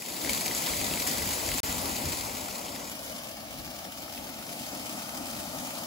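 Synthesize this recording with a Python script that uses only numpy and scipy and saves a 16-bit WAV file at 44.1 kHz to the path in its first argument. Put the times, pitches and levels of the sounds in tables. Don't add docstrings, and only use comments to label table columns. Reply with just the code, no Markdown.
import sys
import numpy as np
from scipy import signal
from scipy.io import wavfile
from scipy.ndimage import uniform_filter1d

SR = 44100
rng = np.random.default_rng(int(sys.argv[2]) if len(sys.argv) > 2 else 0)


def generate_wav(signal):
    frames = np.transpose(np.atleast_2d(signal))
    scaled = np.clip(frames, -1, 1) * 32767
    pcm = np.round(scaled).astype(np.int16)
    wavfile.write(sys.argv[1], SR, pcm)


def field_ratio(decibels):
    return 10 ** (np.asarray(decibels, dtype=float) / 20)


N = 258677
SIZE, HOP = 2048, 512
SWITCH_S = 2.9


def evened(x):
    return x / np.sqrt(np.mean(np.abs(x) ** 2) + 1e-20)


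def spectrum(x):
    return signal.stft(x, SR, nperseg=SIZE, noverlap=SIZE - HOP)


def waveform(z):
    return signal.istft(z, SR, nperseg=SIZE, noverlap=SIZE - HOP)[1][:, :N]


def read(table, hz):
    f, *columns = np.transpose(table)
    curves = [np.interp(np.log(hz + 1), np.log(f + 1), c) for c in columns]
    return np.array(curves)[:, :, None]


def follow(table, t):
    s, *columns = np.transpose(table)
    return [np.interp(t, s, c) for c in columns]


# (time [s], length [s], level above calm [dB])
GUST_SWELLS = [(.29, .08, 8.1), (.55, 0.028, 3.4), (.8, 0.13, 9), (1.0, 0.042, 6), (1.25, 0.083, 13),
               (1.5, 0.093, 12), (1.72, 0.11, 10), (1.9, 0.086, 7.7), (2.08, 0.027, 18), (2.22, 0.075, 11),
               (2.45, 0.053, 2.6), (3.6, 0.059, 6), (5.5, .1, 3)]
CALM_DB = -60.5


def breeze(t):
    swells = [db * np.exp(-.5 * ((t - s) / length) ** 2) for s, length, db in GUST_SWELLS]
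    return CALM_DB + sum(swells)


# (time [s], level [dB])
JET_REACH = [(0, -35), (0.6, -35), (1.2, -35), (1.7, -35), (2.1, -37.5), (2.45, -41), (2.75, -43.5),
             (3.05, -43.5), (3.45, -46), (4.1, -45), (4.3, -45), (4.55, -42.5), (5.2, -42.5), (5.87, -41.5)]
REACH_NEAR_DB = -35
ROAR_NEAR_DB, ROAR_FOLLOWS = -42, .62
BRIGHT_NEAR_DB, BRIGHT_FAR_DB, BRIGHT_FOLLOWS = -0.3, 2.5, 0.96
FADE_S, FADE_HISS_DB, FADE_ROAR_DB, FADE_BREEZE_DB = 0.31, -8.5, -9, -17


def levels(t):
    reach_db, = follow(JET_REACH, t)
    away_db = reach_db - REACH_NEAR_DB
    unfaded = np.clip(1 - t / FADE_S, 0, 1)
    hiss_db = reach_db + FADE_HISS_DB * unfaded
    roar_db = ROAR_NEAR_DB + ROAR_FOLLOWS * away_db + FADE_ROAR_DB * unfaded ** 1.5
    breeze_db = breeze(t) + FADE_BREEZE_DB * unfaded
    far_bright_db = BRIGHT_FAR_DB + BRIGHT_FOLLOWS * (away_db + 2.5)
    bright_db = np.where(t < SWITCH_S, BRIGHT_NEAR_DB, far_bright_db)
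    return hiss_db, roar_db, breeze_db, bright_db


# (frequency [Hz], left level [dB], right level [dB])
NEAR_SPECTRUM = [(30, 2, 0), (60, 9, 11), (134, 4, 1), (260, 6.5, 3.5), (380, 1.5, 0), (586, 7.5, -3),
                 (954, 4, -9), (1540, -5.5, -6.5), (2000, -3.7, -5.5), (3440, -5, -10), (4970, -0.1, -10),
                 (5900, -4, -7), (7500, -3, -3.5), (16000, -8, -8)]
FAR_SPECTRUM = [(30, 3, -5), (60, -5.5, -7.5), (133, -6, -8.5), (262, -1, -0.5), (414, -5, -8.5),
                (596, 4, -4), (1000, -5.5, -10), (1690, -11.5, -9), (2030, -6, -5.5), (3250, -8, -9),
                (4880, -11, -18), (6500, -5.5, -7.5), (7650, -7.5, -11.5), (15500, -13.5, -11.5)]
# (frequency [Hz], width [Hz], near
# level [dB], far level [dB])
PEAKS_AND_DIPS = [(266, 50, 2.5, 5), (2000, 30, 4, -3), (2450, 110, 1.5, -2), (4600, 340, 1, 3.5),
                  (5200, 310, -1.6, 5.5), (414, 23, -0.5, -3.5), (880, 57, 0.6, 1), (970, 30, 1.2, -4),
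                  (1520, 28, -0.5, 0), (3040, 140, 0.5, 2.5)]


def path_colour(f, far, echo_ms, echo):
    hz = f[:, 0]
    colour = field_ratio((1 - far) * read(NEAR_SPECTRUM, hz) + far * read(FAR_SPECTRUM, hz))
    reflected = echo * np.exp(-f / 5000) * np.exp(1.6j - 2j * np.pi * f * echo_ms / 1000)
    colour = colour * (1 + reflected)
    for centre_hz, width_hz, near_db, far_db in PEAKS_AND_DIPS:
        peak_db = (1 - far) * near_db + far * far_db
        colour *= field_ratio(peak_db * np.exp(-.5 * ((f - centre_hz) / width_hz) ** 2))
    return colour / (1 + (45 / (f + 1)) ** 6)


# (frequency [Hz], likeness [0-1], lead of the right port [rad])
NEAR_PORTS = [(30, .85, -.2), (130, .82, -.2), (280, .98, -.4), (480, .87, -1.2), (700, .93, -.7),
              (1000, .85, -.9), (1300, .2, -2.8), (1650, .65, -3.3), (2050, .65, -5.2), (2400, .88, -6.2),
              (2750, .35, -7.2), (3900, .78, -6.5), (4900, .55, -6.4), (5800, .1, -6.4)]
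FAR_PORTS = [(40, .3, -1.0), (130, .88, -.4), (260, .99, -.3), (460, .65, -1.5), (620, .95, -.8),
             (900, .95, -1.0), (1050, .6, -1.4), (1300, .85, -1.4), (1600, .2, -2.2), (2000, .8, -3.1),
             (2300, .3, -3.3), (2800, .5, -3.1), (4100, .4, -6.0), (7500, .15, -5.0)]
FOLD_NEAR_HZ, FOLD_FAR_HZ = 6300, 9000
IN_STEP_HZ, COMB_HZ, FOLD_SAME = 11150, 4150, .88


def port_pair(a, b, f, t):
    hz, close = f[:, 0], t < SWITCH_S
    same, lead = np.where(close, read(NEAR_PORTS, hz), read(FAR_PORTS, hz))
    fold_hz = np.where(close, FOLD_NEAR_HZ, FOLD_FAR_HZ)
    fold = 1 / (1 + np.exp((fold_hz - f) / np.where(close, 150, 600)))
    same = np.clip(same + (FOLD_SAME - same) * fold, 0, 1)
    phase = np.where(fold > .5, 2 * np.pi * (f - IN_STEP_HZ) / COMB_HZ, lead)
    return np.array([a, np.exp(1j * phase) * same * a + np.sqrt(1 - same ** 2) * b])


# (time [s], distance [0 near - 1 far], deck echo [ms], echo share [0-1],
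# lift of the upper roar [dB])
PHONE_PATH = [(0, 0, 0.69, 0.15, -1.3), (1.0, 0, 0.65, 0.18, 1.3), (2.0, 0.13, 0.83, 0.024, 0),
              (2.6, 0.37, 2.15, 0.049, 2), (3.0, 0.84, 2.2, 0.29, 1), (3.4, 0.96, 1.88, 0.35, 0.5),
              (3.8, 0.95, 1.82, 0.31, 0), (4.2, 0.93, 1.62, 0.27, 1.5), (4.7, 0.94, 1.66, 0.21, 0),
              (5.0, 0.8, 1.64, 0.3, 4.5), (5.87, 0.66, 1.72, 0.29, 3.5)]


def burner():
    hz, t, fizzy = spectrum(sizzle())
    smooth = spectrum(rng.standard_normal((2, N)))[2]
    f = hz[:, None]
    hiss_db, roar_db, breeze_db, bright_db = levels(t)
    far, echo_ms, echo, lift_db = follow(PHONE_PATH, t)
    colour = path_colour(f, far, echo_ms, echo)
    high = 1 / (1 + (1350 / (f + 1)) ** 6)
    low = 1 / (1 + (f / 130) ** 6)
    gain = np.zeros(colour.shape[1:])
    for share, db in ((high, hiss_db), (1 - high - low, roar_db), (low, breeze_db)):
        power = (np.abs(colour) ** 2 * share).mean((0, 1))
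        gain += np.clip(share, 0, 1) * field_ratio(2 * db) / power
    treble_db = bright_db * np.exp(-((f - 8000) / 2200) ** 2)
    upper_roar_db = lift_db * np.exp(-((f - 1150) / 350) ** 2)
    gain = np.sqrt(gain) * field_ratio(treble_db + upper_roar_db)
    patches = rng.standard_normal(gain.shape)
    patches = evened(uniform_filter1d(uniform_filter1d(patches, 40, 0), 4, 1))
    a, b = np.sqrt(high) * fizzy + np.sqrt(1 - high) * smooth
    return waveform(port_pair(a, b, f, t) * colour * gain * field_ratio(1.03 * patches + 4.5))


# (time [s], level [dB])
BOIL_SURGES = [(.29, 0.5), (.56, 2.2), (.69, 5), (.81, 1.5), (.93, 2), (1.08, 3.5), (1.5, 1), (1.64, 0.5),
               (1.73, -2.5), (2.2, 0), (2.27, 2), (2.66, -1), (2.76, -1.5), (3.04, 3.5), (3.54, 2.5),
               (3.8, 3), (4.18, 3.5), (4.46, -1.5), (4.62, 0.5), (5.15, 0), (5.31, -1.5), (5.55, 1.5)]
SURGE_RISE_S, SURGE_FALL_S, SURGE_LEAD_S, SURGE_BITE = 0.0052, 0.027, 0.013, 1.17


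def surges():
    start_s, db = np.transpose(BOIL_SURGES)
    since = np.maximum(np.arange(N)[:, None] / SR - start_s + SURGE_LEAD_S, 0)
    shape = (1 - np.exp(-since / SURGE_RISE_S)) * np.exp(-since / SURGE_FALL_S)
    return field_ratio(SURGE_BITE * shape @ db)


def bursts(per_s, spread_db, decay_s):
    happens = rng.random(N) < per_s / SR
    size = field_ratio(spread_db * np.minimum(rng.exponential(1, N), 2.6)) * happens
    r = np.exp(-1 / (decay_s * SR))
    return signal.lfilter([1], [1, -r], size)


def sizzle():
    swarm = bursts(45., 3.2, 0.0044)
    fizz = bursts(400., 3.7, 0.00027)
    swarm, fizz = swarm / swarm.mean(), fizz / fizz.mean()
    swarm = 4.2 * np.tanh(swarm / 4.4)
    strength = np.sqrt(0.69 + 0.2 * swarm + 0.13 * fizz * swarm)
    return evened(strength * surges() * rng.standard_normal((2, N)))


# (time [s], peak level [dB], frequency [Hz])
JUICE_SPITS = [(0.0228, -27.5, 2470), (0.2468, -23, 2000), (0.2723, -27, 1990), (0.2937, -12.5, 2250),
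               (0.377, -26, 3320), (0.4179, -25, 2480), (0.4599, -21, 2420), (0.4798, -24, 2340),
               (0.5117, -20, 2070), (0.5472, -31, 2450), (0.6759, -24, 1780), (0.735, -20, 2200),
               (0.8145, -19, 2440), (0.9113, -21, 2720), (0.9373, -20, 2790), (0.9732, -22, 2270),
               (1.1937, -24, 2450), (1.2196, -25, 1990), (1.278, -29, 2020), (1.3414, -33, 2150),
               (1.49, -21, 2100), (1.5165, -20, 2010), (1.6392, -25, 2110), (1.7519, -30, 2330),
               (2.0837, -28, 3100), (2.2962, -26, 2000), (2.6823, -27, 3100), (2.7591, -28, 3550),
               (3.8506, -31.5, 3280), (4.1759, -29, 2580)]
# (time [s], peak level [dB], frequency [Hz])
FAT_SNAPS = [(0.1221, -22, 4500), (0.2718, -30, 7600), (0.2932, -20, 6660), (0.4798, -14, 4570),
             (0.5492, -13, 6700), (0.8135, -17, 7450), (0.9378, -23, 7640), (1.0675, -20, 7100),
             (1.1204, -24, 6870), (1.1742, -18, 4270), (1.489, -15.5, 6660), (1.5833, -11.5, 7600),
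             (1.6342, -24, 6260), (1.726, -15, 7040), (2.1984, -23, 4040), (2.2692, -25, 6350),
             (2.5277, -26, 6610), (2.6579, -24, 6550), (2.8544, -28, 4600), (4.4667, -27, 5830),
             (4.5181, -30, 5880), (4.6194, -26, 4550), (4.7731, -27, 6210), (5.3113, -23.5, 6320),
             (5.3642, -30, 4310), (5.5498, -32, 7420)]
# (time [s], peak level [dB], frequency [Hz])
FOIL_DRIPS = [
    (2.4848, -31, 1400),
    (2.7581, -33, 1900),
    (4.0775, -34.5, 1280),
    (4.2877, -34.5, 1420),
    (4.4238, -37, 1400),
]
SPIT_MS, SNAP_MS, DRIP_MS = 3.32, 1.56, 8.2


def spits():
    length = 1200
    out, t = np.zeros(N + length), np.arange(length) / SR
    modes = ((.82, 0.24), (1.0, 0.89), (1.4, 0.42), (1.75, 0.29))
    for table, ms in ((JUICE_SPITS, SPIT_MS), (FAT_SNAPS, SNAP_MS), (FOIL_DRIPS, DRIP_MS)):
        u = t / (ms * 0.00025)
        swell = u ** 2 * np.exp(2 - 2 * u ** 0.75)
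        since_peak = t - ms * 0.000361
        for s, db, hz in table:
            crack = 1.36 * uniform_filter1d(rng.standard_normal(length), size=2)
            ring = sum(g * np.cos(2 * np.pi * k * hz * since_peak) for k, g in modes)
            start = round(s * SR)
            out[start:start + length] += field_ratio(db - 4.0) * swell * (ring + 0.53 * crack) / 2
    return out[:N]


def scene():
    return burner() + spits() * field_ratio(np.array([[1.5], [-1.5]]))


# (low edge [Hz], high edge [Hz], share of blocks dropped near [0-1], far [0-1])
WEAK_SUM = [(1760, 1850, 0, .05), (1930, 2040, 0, .1), (2420, 2560, 0, .05), (2620, 2800, 0, .07),
            (3230, 3330, .02, .08), (3420, 3520, .02, .08), (7400, 7550, 0, .12), (8150, 8300, .03, .12),
            (8650, 9600, .97, .33), (12950, 13700, 1, 1)]
WEAK_DIFFERENCE = [(2250, 2420, .3, 0), (2900, 3080, .12, .04), (3500, 3700, .15, .05), (6500, 7500, .8, 0),
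                   (10450, 11650, 1, 1), (15050, 17000, 1, 1)]
# (time [s], length [s], frequency [Hz])
PORT_NULLS = [(2.84, .11, 2720), (2.96, .06, 2010), (2.99, .03, 2300), (3.0, .12, 2740), (3.16, .03, 2600),
              (3.66, .08, 2970), (3.9, .11, 1830), (4.01, .06, 1970), (4.69, .06, 2000), (4.84, .09, 1990),
              (5.15, .05, 2720), (5.44, .02, 1980), (5.53, .03, 2720), (5.62, .03, 2650), (5.8, .06, 2470)]
NULL_WIDTH = .085
EDGE_HZ = 15780


def thinned(x):
    hz, t, z = spectrum([x[0] + x[1], x[0] - x[1]])
    f = hz[:, None]
    block = np.arange(len(t)) * HOP // 1024
    keep = np.ones(z.shape) * (f < EDGE_HZ)
    for side, bands in enumerate((WEAK_SUM, WEAK_DIFFERENCE)):
        for low_hz, high_hz, near, far in bands:
            chance = rng.random(len(t))[block * 2 // 3]
            edge = rng.random(len(t))[block]
            step_hz = min(340, (high_hz - low_hz) / 2)
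            ragged_hz = low_hz + step_hz * (1. * (edge > .7) - (edge < .15))
            dropped = chance < np.where(t < SWITCH_S, near, far)
            keep[side] *= 1 - dropped * (f > ragged_hz) * (f < high_hz)
    for start, length, centre_hz in PORT_NULLS:
        in_band = abs(hz / centre_hz - 1) < NULL_WIDTH / 2
        in_time = (t > start - .01) & (t < start + length + .01)
        keep[0][np.ix_(in_band, in_time)] = 0
    total, difference = waveform(z * keep)
    return np.array([total + difference, total - difference]) / 2


def band_limit(x):
    return signal.sosfilt(signal.butter(12, 17070, fs=SR, output="sos"), x)


LOST_BLOCK = 1.6029, 1.6316


def record(dry):
    t = np.arange(N) / SR
    kept = (t < LOST_BLOCK[0]) | (t > LOST_BLOCK[1])
    finished = thinned(dry) * uniform_filter1d(1. * kept, size=32)
    return band_limit(finished)


dry = scene()
out = record(dry)
generate_wav(out)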